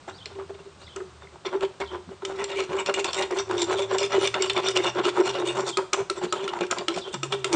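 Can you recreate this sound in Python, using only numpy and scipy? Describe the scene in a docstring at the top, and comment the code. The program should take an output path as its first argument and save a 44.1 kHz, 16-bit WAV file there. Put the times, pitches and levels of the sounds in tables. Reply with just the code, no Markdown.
"""A yard: a long steel rasp is worked in quick strokes over a horse's molars.
Random slips of the cut excite resonances of jaw and blade, and the shaft hums, partly locked to its own tone.
Steel knocks on tooth and mouth gag are decaying noise through resonances, with a sine for the gag's clang.
Behind lie dull thuds, a bird's gliding whistle, a far engine's unsteady sine as it climbs through its gears,
and filtered noise for distant traffic and air."""
import sys
import numpy as np
from scipy import signal
from scipy.io import wavfile
from scipy.ndimage import uniform_filter1d

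SR = 44100
rng = np.random.default_rng(int(sys.argv[2]) if len(sys.argv) > 2 else 0)


def invert_db(x):
    """Field ratio 10**(x/20) for x, a level in decibels (scalar or array-like)."""
    u = np.asarray(x, float) / 20
    return 10 ** u


def transcribe(u):
    """Save the signal u as a 16-bit wav file named by the first command-line argument.

    u: samples, shape (n,) or (channels, n), limited to [-1, 1]; the rate is SR.
    q: integer samples, one column per channel.
    """
    v = np.clip(np.atleast_2d(u).T, -1, 1)
    q = np.round(v * 32767).astype(np.int16)
    wavfile.write(sys.argv[1], SR, q)


N = 332955  # samples

# spectrum of traffic and air: (f/Hz, relative level/dB)
YARD_SPECTRUM = [(12, -74), (20, -35), (74, -6.5), (183, -7), (249, -15.5), (386, -11.5), (500, -14.5),
                 (836, -15.5), (1260, -14), (1810, -22.5), (3920, -23), (5470, -27.5), (8480, -30),
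                 (9400, -35.5), (12200, -61), (20700, -120)]
# engine pulls and coasts: (start t/s, end t/s, first f/Hz, last f/Hz, level/dB)
ENGINE_PULLS = [(0.0, 1.472, 93, 72.1, -56), (1.781, 2.21, 64.3, 100.4, -53.5),
                (2.1, 4.8, 72.92, 79.36, -61), (3.217, 5.913, 102.1, 132.8, -50),
                (7.121, 7.7, 136, 131.2, -45)]
# warble of one chirp: (t/s from its start, f/Hz, level/dB over the call)
CHIRP_WARBLE = [(-.045, 3500, -20), (-.03, 4050, -5), (-.008, 4850, -6), (.004, 4750, -11),
                (.013, 5750, -5), (.018, 4100, -3), (.027, 3400, 3), (.034, 3500, -1), (.039, 4600, -9),
                (.044, 3300, -2), (.052, 3080, 3), (.064, 3250, 4), (.072, 3900, -8), (.077, 3350, -12),
                (.085, 2950, 1), (.094, 3500, -4), (.1, 3700, -25)]
# bird calls: (t/s, level/dB)
BIRD_CALLS = [(0.162, -49), (0.845, -51), (1.834, -46.5), (5.684, -41), (6.318, -42), (6.995, -40.5)]
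# direct sound and early echoes of a call: (delay t/s, level/dB)
CHIRP_ECHO_PATHS = [(0, 0), (.006, -9), (.013, -10), (.029, -13)]
# dull thuds of arm and head: (t/s, level/dB, f/Hz)
BODY_THUDS = [(2.075, -42.5, 185.3), (2.691, -44, 158), (2.886, -49, 201.3), (5.567, -44, 182.6),
              (6.003, -41, 121.2), (6.235, -37.5, 179), (6.429, -45, 179), (6.606, -39, 184.7),
              (6.778, -44, 193), (6.961, -39.5, 181.3), (7.135, -41.5, 194.9), (7.326, -44, 187)]
# dull taps of the rasp head on tooth: (t/s, peak level/dB, f/Hz)
HEAD_TAPS = [(0.0795, -26, 706), (0.092, -36, 1000), (0.304, -42, 600), (0.359, -40, 930),
             (0.388, -30, 596), (0.397, -32, 1150), (0.413, -33, 930), (0.495, -31, 649), (0.505, -30, 594),
             (0.591, -39, 929), (0.656, -46, 1042), (0.878, -41, 2050), (0.968, -29, 1290),
             (1.004, -34.5, 1300), (1.221, -34.5, 950), (1.271, -40.5, 2040), (1.357, -36, 923),
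             (1.449, -29.5, 742), (1.536, -29, 610), (1.633, -22, 600), (1.801, -26, 606),
             (2.091, -35, 701), (2.118, -35, 605.2), (2.299, -23, 614), (3.307, -23, 774),
             (3.51, -17, 978.7), (3.703, -23, 1130), (4.334, -36, 1500), (4.574, -16.5, 953),
             (5.173, -14.5, 992.6), (6.215, -23.5, 729), (6.535, -18, 800), (6.587, -30, 614),
             (6.609, -21, 695.5), (6.636, -23.5, 1450), (6.703, -30, 1490), (6.975, -20, 610),
             (7.324, -21, 1046)]
# steel knocks: (t/s, steel level/dB, gag clang level/dB over the steel, brightest ring f/Hz)
STEEL_BLOWS = [(0.081, -44, -26, 2040), (0.258, -23.5, -37, 4200), (0.962, -29, -8.5, 6050),
               (1.4546, -31, -7, 2330), (1.6085, -29, -5.5, 2620), (1.803, -33.5, -11, 2275),
               (2.2511, -20, -12, 2972), (2.4417, -20, -19, 4200), (2.6039, -23, -8, 2310),
               (2.8617, -19.5, -14, 2935), (2.9411, -17, -20, 2850), (3.045, -14.5, -34, 2397),
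               (3.1318, -18.5, -22, 3268), (3.145, -20, -16, 3263), (3.224, -21.5, -29, 3320),
               (3.5125, -29.5, -8, 3740), (3.5802, -22.5, -30, 3763), (3.9843, -16, -40, 2920),
               (4.121, -25.5, 2, 3687), (4.274, -14, -32, 3388), (4.342, -15.5, -6, 3523),
               (4.423, -12, -21, 2884), (4.4982, -13, -22, 3400), (4.577, -23.5, 1, 3040),
               (4.686, -13.5, -13, 2827), (4.7726, -11.5, -31, 2720), (5.054, -30, 6.5, 2783),
               (5.672, -38, -46, 3800), (5.7724, -14.5, -4, 2476), (5.9326, -10, -8.5, 7034),
               (6.0996, -15.5, -3.5, 4185), (6.326, -15.5, -2.5, 5547), (6.4792, -23, 0, 2988),
               (6.5356, -31, -12, 1933), (6.589, -31, -3, 2193), (6.6083, -26, -3.5, 2860),
               (6.712, -12.5, -10, 2800), (6.785, -21, -15, 3635), (6.8834, -11, -9, 3468),
               (6.9626, -27, -15, 2721), (7.1422, -22.5, -23, 3255), (7.232, -17.5, -6.5, 2572),
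               (7.3239, -17.5, -16, 3297), (7.445, -13, -9, 2699), (7.529, -14.5, -29, 3555)]
# treble level of each knock over its body, in the order of the knocks: (level/dB)
BLOW_TREBLE = [2, -7, 6, -15, -4.0, 0.0, -4.0, -2, -8, -2, -4.5, -4, 9, 1, -13, -4, -8, 3, -18, -6.5, -11,
               -3, -10, 0.0, -2.5, -0.5, -4, 10.0, 5, -1, 2.0, 4, -3.5, -13, -3, -3, 0.5, -11, -6, -2, -0.0,
               1, -10.5, -1, 1.0]
# single teeth of the rasp catching mid-stroke: (t/s, level/dB, ring f/Hz)
TOOTH_CATCHES = [(2.766, -41, 2860), (3.31, -28, 2300), (4.533, -29, 2860), (4.845, -22, 2860),
                 (5.475, -24, 3500), (6.667, -34, 2420), (6.723, -28, 5382), (6.977, -29.5, 3400)]
# strokes: (t/s of full pressure, release t/s, shaft hum level/dB, shaft hum f/Hz, blade grit level/dB)
RASP_STROKES = [(0.085, 0.027, -35.5, 378, -48.5), (0.265, 0.016, -47, 412, -61),
                (0.322, 0.022, -49.5, 402, -59), (0.363, 0.007, -36, 390.7, -54),
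                (0.414, 0.034, -36, 393.4, -65), (0.509, 0.011, -36, 386.6, -59),
                (0.554, 0.0072, -42, 395.5, -53.5), (0.608, 0.011, -40, 391, -60),
                (0.669, 0.015, -44, 392.5, -74), (0.825, 0.023, -55, 379, -53),
                (0.967, 0.026, -34, 383.7, -60), (1.019, 0.02, -32, 373.7, -73),
                (1.241, 0.023, -50, 397, -57), (1.35, 0.026, -51, 357.8, -62),
                (1.459, 0.031, -27.5, 376.5, -37), (1.55, 0.026, -27, 379.8, -48),
                (1.642, 0.022, -24.5, 382.6, -39.5), (1.809, 0.031, -31.5, 393.5, -40.5),
                (1.948, 0.03, -29, 364.8, -52), (2.125, 0.03, -40, 380, -60.5),
                (2.232, 0.0086, -35.5, 381, -55), (2.258, 0.011, -47, 379.3, -42),
                (2.311, 0.055, -32.5, 387.5, -52), (2.421, 0.04, -31.5, 398.7, -39),
                (2.519, 0.027, -33.5, 392.8, -37), (2.602, 0.049, -28.5, 380.2, -36.5),
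                (2.74, 0.041, -27, 371.4, -44), (2.802, 0.025, -31.5, 387.8, -35.5),
                (2.867, 0.025, -37, 381.6, -34), (2.901, 0.016, -23.5, 388.4, -35.5),
                (2.947, 0.011, -31, 367, -38), (2.992, 0.026, -27.5, 403, -30.5),
                (3.051, 0.054, -33.5, 358.7, -33), (3.099, 0.017, -45, 364, -37.5),
                (3.137, 0.073, -51, 381.7, -35.5), (3.211, 0.043, -26, 382, -32),
                (3.329, 0.016, -21, 362.3, -47), (3.393, 0.032, -29, 398.3, -33),
                (3.537, 0.044, -25, 364, -45), (3.617, 0.034, -26.5, 349.3, -32.5),
                (3.726, 0.04, -23, 376.2, -36.5), (3.813, 0.041, -29, 392.3, -33),
                (3.941, 0.04, -25, 380.6, -39), (4.03, 0.037, -28.5, 401.2, -28.5),
                (4.148, 0.032, -30, 391.3, -32.5), (4.174, 0.027, -20.5, 371.6, -49),
                (4.247, 0.038, -27, 389.4, -28), (4.348, 0.047, -31.5, 396, -44.5),
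                (4.405, 0.02, -24.5, 377.3, -59), (4.445, 0.039, -28.5, 365.2, -33.5),
                (4.504, 0.025, -29.5, 397.7, -37.5), (4.586, 0.027, -25, 375.5, -30.5),
                (4.68, 0.036, -28.5, 384, -27), (4.771, 0.0086, -34, 370.3, -26),
                (4.789, 0.036, -20.5, 366.2, -39.5), (4.872, 0.03, -31.5, 355.3, -28),
                (4.992, 0.031, -22.5, 359, -39), (5.074, 0.028, -21, 366.7, -26.5),
                (5.175, 0.032, -38, 382, -41), (5.204, 0.022, -17, 370.6, -41.5),
                (5.285, 0.033, -33, 398.4, -30), (5.368, 0.029, -31, 376.3, -37),
                (5.411, 0.038, -24, 358.4, -42.5), (5.498, 0.033, -26, 356, -31.5),
                (5.591, 0.038, -27.5, 380.3, -39), (5.637, 0.012, -29, 374.5, -50),
                (5.689, 0.022, -29.5, 357.4, -35), (5.778, 0.046, -25, 372.7, -56),
                (5.938, 0.014, -27, 365, -31), (5.999, 0.029, -29.5, 389.3, -48),
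                (6.106, 0.023, -28, 366.3, -43), (6.183, 0.021, -33, 362, -45.5),
                (6.249, 0.026, -25, 356, -39.5), (6.331, 0.069, -29, 362.6, -46),
                (6.443, 0.027, -29.5, 396.2, -40), (6.483, 0.026, -28, 365.7, -41.5),
                (6.562, 0.049, -35, 351.2, -54), (6.614, 0.039, -22.5, 355.8, -39),
                (6.716, 0.025, -32.5, 378.2, -37.5), (6.797, 0.036, -32, 358, -48),
                (6.889, 0.037, -27, 339, -43), (6.975, 0.032, -30.5, 367.3, -38),
                (7.085, 0.036, -36, 379.7, -52), (7.154, 0.021, -38.5, 349, -42),
                (7.237, 0.036, -32.5, 355.7, -46.5), (7.34, 0.02, -28, 406, -37.5),
                (7.407, 0.063, -42, 385.3, -55), (7.452, 0.033, -29.5, 374, -40),
                (7.51, 0.015, -28.5, 365, -58), (7.548, 0.02, -17.5, 326, -32.5)]
# colour of each stroke, in order: (jaw rumble level/dB, singing blade ring f/Hz, ring level/dB over the grit)
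STROKE_COLOURS = [(-37, 1500, 0.5), (-46, 3300, 1), (-49.5, 3500, -11), (-49, 2380, -3), (-45.5, 2600, -10),
                  (-45, 1700, -3), (-52, 3640, -5), (-51.5, 2760, 3), (-66, 2260, -6), (-50, 3600, -15),
                  (-43.5, 2380, -3), (-46, 2130, -7), (-50.5, 2100, -4), (-53, 1100, -7), (-33.5, 2100, -3),
                  (-32.5, 800, -4), (-31.5, 1700, -7), (-31, 2200, 1), (-35, 3400, -13), (-52, 2100, -14),
                  (-38.5, 3940, -5), (-47, 630, -10), (-41, 3800, -11), (-34.5, 2000, -3), (-35, 1946, -6),
                  (-35.5, 2340, -0.5), (-33, 1600, -10), (-30, 2340, -1), (-32.5, 3400, -16),
                  (-25, 1150, 0.5), (-42, 7600, -12), (-30.5, 2200, -9), (-29.5, 5100, -12),
                  (-50, 4400, -5), (-39, 3000, -12), (-28.5, 2000, -5), (-31.5, 1920, 8),
                  (-31.5, 2000, -15), (-32.5, 3520, -5), (-32.5, 3660, -1), (-27, 4000, -10.5),
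                  (-31, 3516, -6.5), (-28, 1700, -4), (-31, 5100, -11), (-26.5, 2000, -5), (-33.5, 2864, 3),
                  (-29.5, 9000, -15.5), (-28, 3596, 1), (-43, 2200, -3), (-33.5, 2896, -1),
                  (-36.5, 4620, -12), (-26.5, 2600, -14), (-30.5, 5800, -11), (-28, 2890, 2),
                  (-30.5, 2120, 1), (-25.5, 2830, -4), (-26.5, 3400, -6), (-27.5, 1300, -14),
                  (-33.5, 1600, -8), (-25.5, 2200, -4), (-29.5, 1500, -19), (-31, 2842, -1.5),
                  (-31, 1100, -17), (-32, 8000, -12.5), (-28, 2500, -23), (-36, 1960, -7), (-31, 3550, -3),
                  (-29, 2800, -11), (-26, 7311, -13), (-32, 2300, 2.5), (-39, 1900, -8), (-38, 2000, -9),
                  (-33, 2900, -9), (-32.5, 1400, -5), (-34.5, 2500, -11), (-38.5, 2910, 4),
                  (-34.5, 7200, -6), (-33.5, 2400, -1), (-27.5, 5500, -6), (-34, 4700, -2),
                  (-33.5, 4000, -2), (-37, 1970, -20), (-42, 3500, -9), (-36, 3540, 2), (-38.5, 1800, -12),
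                  (-31, 3585, -1.5), (-57, 3620, -10), (-35.5, 3200, -3), (-38, 3630, 1),
                  (-25.5, 2400, -5.5)]
# treble over the blade's body for each stroke, in order: (level/dB)
STROKE_EDGE = [-2.5, -12, -15, -13, -14, -12, -13, -7, -8.0, -5, -4, -8, -8, -13, -10.5, -9, -13, -12, -15,
               -4, -10.0, -6, -5, -12, -11.5, -7, -10.0, -7.5, -14, -13, -12, -7.5, -7, -17, -3, -9.5, -5,
               -4.5, -4.5, -2.5, -12, -7.5, -8.5, -6.0, -11.5, -12.5, -8, -14, -11, -13, -11, -13.5, -9,
               -10, -9, -8.0, -7.5, -12.5, -7.5, -6, -8.0, -12, -5, -11.5, 2, 2, 2.5, -2, -5, -3.5, -3, -2,
               -8, -10, -7.5, -14, -4, -12, -5, -16, -11, -7, -3, -1, 3.5, -8, -7, -5, -5, -8]
# resonances of the jaw: (f/Hz, width/Hz, level/dB)
JAW_MODES = [(222, 99, -12), (565, 50, 6), (760, 40, -6), (955, 35, 7.5), (1325, 50, 2)]
# resonances of the blade: (f/Hz, width/Hz, level/dB)
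BLADE_MODES = [(2330, 290, -1), (2860, 50, 10), (3400, 820, -1), (3625, 82.9, 8), (4215, 81, -3.5),
               (5726, 240, 3.5), (7020, 1950, -5.5), (7440, 180, 4.5)]
# colour of the scrape between the resonances: (f/Hz, level/dB)
SCRAPE_SPECTRUM = [(150, -1.5), (500, -10.5), (1000, 12), (1700, -0.5), (3600, -5), (4700, -19.5),
                   (7500, -17), (9500, -19)]


def evened(x):
    """Normalisation of power: scales to rms 1."""
    return x / np.sqrt(np.mean(x ** 2) + 1e-20)


def steadied(x, seconds=0.07):
    """Division by the running rms: slow swells vanish, the grain stays, and the hand sets the level."""
    return x / np.sqrt(uniform_filter1d(x ** 2, round(seconds * SR)) + 1e-9)


def wander(seconds):
    """Low-pass filtered chance: smooth variation of rms 1, drawn at every 16th sample."""
    size = max(round(seconds * SR / 16), 1)
    slow = rng.standard_normal(N // 16 + 2)
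    slow = uniform_filter1d(uniform_filter1d(slow, size), size)
    return np.interp(np.arange(N) / 16, np.arange(len(slow)), evened(slow))


def coloured(x, points):
    """Minimum-phase filtering: a (f/Hz, level/dB) spectrum is imposed causally."""
    hz, db = np.transpose(points)
    bins = np.fft.rfftfreq(2048, 1 / SR)
    bin_db = np.interp(np.log(bins + 1), np.log(hz), db)
    log_gain = np.log(invert_db(np.maximum(bin_db, -90)))
    circle = np.concatenate([log_gain, log_gain[-2:0:-1]])
    # the Hilbert transform of the log gain gives the phase
    response = np.fft.ifft(np.exp(np.conj(signal.hilbert(circle)))).real
    return signal.oaconvolve(x, response)[:len(x)]


def filtered(x, order, hz, kind):
    """Butterworth filtering: a maximally flat pass band."""
    return signal.sosfilt(signal.butter(order, hz, kind, fs=SR, output="sos"), x)


def add(mix, s, sound):
    """Superposition: pressures sum from time s onward."""
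    part = mix[round(s * SR):][:len(sound)]
    part += sound[:len(part)]


def resonate(x, hz, width):
    """Simple resonance of gain 1, fixed or moving: the band at hz is shifted to zero, smoothed, shifted back."""
    turn = np.exp(2j * np.pi * np.cumsum(hz * np.ones(len(x))) / SR)
    r = np.exp(-np.pi * width / SR)
    return 2 * (turn * signal.lfilter([1 - r], [1, -r], x / turn)).real


def ring(x, modes, shift_db=0., drift=0.):
    """Modal sum, neighbours in opposite phase; modes may swell and drift as the contact point moves."""
    swell = shift_db * np.array([wander(0.024) for _ in modes]) if shift_db else np.zeros(len(modes))
    bend = 1 + drift * np.array([wander(0.063) for _ in modes]) if drift else np.ones(len(modes))
    return sum((-1) ** k * invert_db(db + swell[k]) * resonate(x, hz * bend[k], width)
               for k, (hz, width, db) in enumerate(modes))


def walls(x):
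    """Sparse reflection: a short tail off shed wall and fence, one tap of random sign per 20 samples."""
    response = np.zeros(SR // 2)
    at = np.arange(200, SR // 2 - 20, 20)
    response[at + rng.integers(0, 20, len(at))] = rng.choice([-1., 1.], len(at))
    response *= invert_db(-60 * np.arange(len(response)) / SR / 0.38)  # 60 dB in 0.38 s
    return signal.oaconvolve(x, response / np.linalg.norm(response))[:N]


def yard():
    """Broadband noise of many far sources: traffic and air, swelling slowly."""
    air = evened(coloured(rng.standard_normal(N), YARD_SPECTRUM))
    return invert_db(-51.5 + 0.57 * wander(0.2)) * air


def engine():
    """Periodic firing: a distant engine's tone as one gliding sine, slightly unsteady in pitch and level."""
    out, flutter = np.zeros(N), wander(0.065)
    for start, end, from_hz, to_hz, db in ENGINE_PULLS:
        t = np.arange(start, min(end, N / SR), 1 / SR)
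        hz = from_hz + (to_hz - from_hz) * (t - start) / (end - start)
        turn = 2 * np.pi * np.cumsum(hz * (1 + 0.0072 * flutter[:len(t)])) / SR
        # a quarter of each pull is spent fading in and out
        fade = signal.windows.tukey(round((end - start) * SR) + 2, 0.25)[:len(t)]
        level = np.sqrt(2) * invert_db(db + 2.4 * flutter[-len(t):])
        add(out, start, level * np.sin(turn) * fade)
    return out


def bird():
    """Frequency modulation: a hoarse warbled whistle with a faint octave, blurred by echoes."""
    out, chance = np.zeros(N), rng.standard_normal(len(BIRD_CALLS))
    s, hz, db = np.transpose(CHIRP_WARBLE)
    t = np.arange(s[0], s[-1], 1 / SR)
    hz, db = uniform_filter1d([np.interp(t, s, hz), np.interp(t, s, db)], size=130)
    for (start, level_db), high in zip(BIRD_CALLS, chance):
        turn = 2 * np.pi * np.cumsum(hz * (1 + 0.012 * high)) / SR  # each call a little different
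        whistle = np.sin(turn) + invert_db(-30) * np.sin(2 * turn)
        for delay, echo_db in CHIRP_ECHO_PATHS:
            add(out, start + s[0] + delay, invert_db(level_db + db + echo_db) * whistle)
    out = out * invert_db(2.8 * wander(0.005))  # hoarseness
    return out + invert_db(-4.5) * walls(out)


def thuds():
    """Damped impact of soft bodies: a low bump with a weaker inharmonic overtone."""
    out, t = np.zeros(N), np.arange(round(.15 * SR)) / SR
    swell = np.e * t / 0.0065 * np.exp(-t / 0.01)
    for s, db, hz in BODY_THUDS:
        tone = np.sin(2 * np.pi * hz * t) + 0.72 * np.sin(2 * np.pi * 1.306 * hz * t)
        add(out, s, invert_db(db) * swell * tone)
    return out


def tooth_taps():
    """Heavily damped resonance: a puff of noise drives a short, broad ring."""
    out, t = np.zeros(N), np.arange(round(.05 * SR)) / SR
    for (s, db, hz), hiss in zip(HEAD_TAPS, rng.standard_normal((len(HEAD_TAPS), len(t)))):
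        puff = hiss * invert_db(-60 * t / 0.022)
        tap = resonate(resonate(puff, hz, 300), hz, 1000)
        add(out, s, invert_db(db) * tap / abs(tap).max())
    return out


def steel_knocks():
    """Impact excitation: a crack and rattle ring the blade's modes, newly mixed each blow; the gag clangs."""
    out, t = np.zeros(N), np.arange(round(.12 * SR)) / SR
    rise_s = 0.0013
    blows = [(*row, treble) for row, treble in zip(STEEL_BLOWS, BLOW_TREBLE)]
    blows += [(s, db, -40, hz, -3) for s, db, hz in TOOTH_CATCHES]
    noise = rng.standard_normal((len(blows), 2, len(t)))
    mixes = rng.standard_normal((len(blows), len(BLADE_MODES)))
    for (s, db, clang_db, hz, treble_db), (hiss, loose), mix in zip(blows, noise, mixes):
        rattle_db = 2.3 * evened(uniform_filter1d(loose, size=90))
        crack = invert_db(-0.5 - 60 * t / 0.0012)
        bounce = invert_db(2.0 - 60 * t / 0.013)
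        rattle = invert_db(-10.0 - 60 * t / 0.064 + rattle_db)
        blow = hiss * np.minimum(t / rise_s, 1) * (crack + bounce + rattle)
        modes = [(f, 1.62 * w, d + 3 * m) for (f, w, d), m in zip(BLADE_MODES, mix)]
        steel = invert_db(18.5) * ring(blow, modes) + invert_db(21.5) * resonate(blow, hz, 220)
        steel = filtered(steel, 2, 1200, "high")  # small parts radiate no bass
        body = filtered(steel, 2, 4400, "low")
        steel = body + invert_db(treble_db + 2.5 - 60 * t / 0.09) * (steel - body)  # the treble dies first
        peak = 2 * np.sqrt(uniform_filter1d(steel ** 2, 100).max())
        clang_hz = 1310 * (1 + 0.029 * mix[0])
        clang = np.sin(2 * np.pi * clang_hz * t) * (1 - np.exp(-t / 0.00006))
        clang = clang * invert_db(clang_db - 60 * t / 0.066)
        add(out, s - rise_s, invert_db(db) * (steel / peak + clang))
    return out


def slips(per_s, spread_db):
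    """Stick-slip: tiny catches of the cutting edge, most small, a few large, in clumps."""
    size = invert_db(spread_db * np.minimum(rng.exponential(1, N), 4)) * rng.choice([-1., 1.], N)
    chance = per_s * invert_db(4.2 * wander(.004)) / SR
    return evened(size * (rng.random(N) < chance))


def pressure():
    """Superposed power envelopes: swell and release of every stroke for hum, rumble, grit and ring."""
    t = np.arange(0, N / SR + .002, .001)  # steps of 1 ms
    power, blow_s = np.full((4, 1), 1e-12), np.transpose(STEEL_BLOWS)[0]
    for (s, fall, hum_db, _, grit_db), (rumble_db, _, ring_db) in zip(RASP_STROKES, STROKE_COLOURS):
        # pressure builds about as it lets go, but at once after a knock
        landed = np.any((s > blow_s) & (s - blow_s < .009))
        rise = 0.007 if landed else 1.07 * fall
        lead = 0 if landed else 0.0041  # the teeth bite before the shaft starts to hum
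        late = t - s + np.outer([0, 1, 1, 1], lead)
        u = np.where(late < 0, -late / max(rise, .004), late / max(fall, .004))
        level_db = np.c_[hum_db, rumble_db, grit_db, grit_db + ring_db].T
        power = power + invert_db(level_db - 9.4 * u ** 2.29) ** 2
    keep = invert_db(-4.125) ** 2  # the shaft rings on after the hand eases, falling 4.125 dB per ms
    power[0] = signal.lfilter([1 - keep], [1, -keep], power[0])
    return [np.interp(np.arange(N) / SR, t, np.sqrt(p)) for p in power]


def shaft(hum, t):
    """Self-sustained vibration: most of the hum is a locked tone, the rest resonance shaken by slips."""
    hz = np.interp(t, *np.transpose(RASP_STROKES)[::3])
    turn = 2 * np.pi * np.cumsum(hz * (1 + 0.017 * wander(0.0099))) / SR
    locked = np.sqrt(2) * np.sin(turn)
    shaken = steadied(resonate(resonate(slips(1200, 2.0), 371.6, 76), 408.0, 91), 0.13)
    hum = hum * invert_db(1.4 * wander(0.011))  # the grip chatters
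    shaken_share = 0.18  # of the power
    return resonate(hum * (np.sqrt(1 - shaken_share) * locked + np.sqrt(shaken_share) * shaken), hz, 310)


def jaw(rumble):
    """Bone resonance: slips ring the jaw's modes beside a dull scrape."""
    low = slips(800, 3.3)
    bone = evened(ring(low, JAW_MODES, shift_db=2.5, drift=0.02))
    scrape = evened(filtered(coloured(low, SCRAPE_SPECTRUM), 2, [200, 1700], "band"))
    return rumble * steadied(bone + invert_db(1.0) * scrape)


def blade(grit, t):
    """Plate modes under slips: body and edge bands are levelled apart, so the treble follows each stroke."""
    high = slips(1300, 2.0)
    steel = invert_db(10) * evened(ring(high, BLADE_MODES, shift_db=3.5, drift=0.018))
    steel = steel + invert_db(-1.0) * evened(coloured(high, SCRAPE_SPECTRUM))
    body = filtered(steel, 3, [1700, 4400], "band")
    edge = filtered(steel, 3, 4400, "high")
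    edge_db = np.interp(t, np.transpose(RASP_STROKES)[0], STROKE_EDGE) + 2.2 * wander(0.034)
    grit = grit * invert_db(1.4 * wander(0.004))  # the cut comes in bursts
    return grit * (steadied(body) + invert_db(edge_db) * steadied(edge))


def singing_ring(sing, t):
    """Narrow-band resonance: slips make the blade sing at a pitch that steps midway between strokes."""
    stroke_s = np.transpose(RASP_STROKES)[0]
    middles = (stroke_s[1:] + stroke_s[:-1]) / 2
    hz = np.transpose(STROKE_COLOURS)[1][np.searchsorted(middles, t)] * (1 + 0.0041 * wander(0.014))
    return sing * steadied(resonate(resonate(slips(700, 3.9), hz, 170), hz, 380), 0.043)


def rasp():
    """Coupled bodies under one hand: shaft, jaw and blade share the pressure of the strokes."""
    hum, rumble, grit, sing = pressure()
    t = np.arange(N) / SR
    return singing_ring(sing, t) + shaft(hum, t) + jaw(rumble) + blade(grit, t)


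def scene():
    """Superposition of all sources; the near ones are also reflected by the walls."""
    background = yard() + engine() + bird() + thuds()
    near = tooth_taps() + steel_knocks() + rasp()
    return (background + near + invert_db(-11.5) * walls(near))[None]


def low_pass(x):
    """Removes everything above the highest recorded frequency."""
    return signal.sosfilt(signal.butter(12, 9550, fs=SR, output="sos"), x)


def record(dry):
    """Band limitation: the microphone passes little above 9200 Hz."""
    limit = signal.firwin(401, 9200, window=("kaiser", 10), fs=SR)
    mix = signal.oaconvolve(dry, limit[None], "same")
    return low_pass(mix)


dry = scene()
out = record(dry)
transcribe(out)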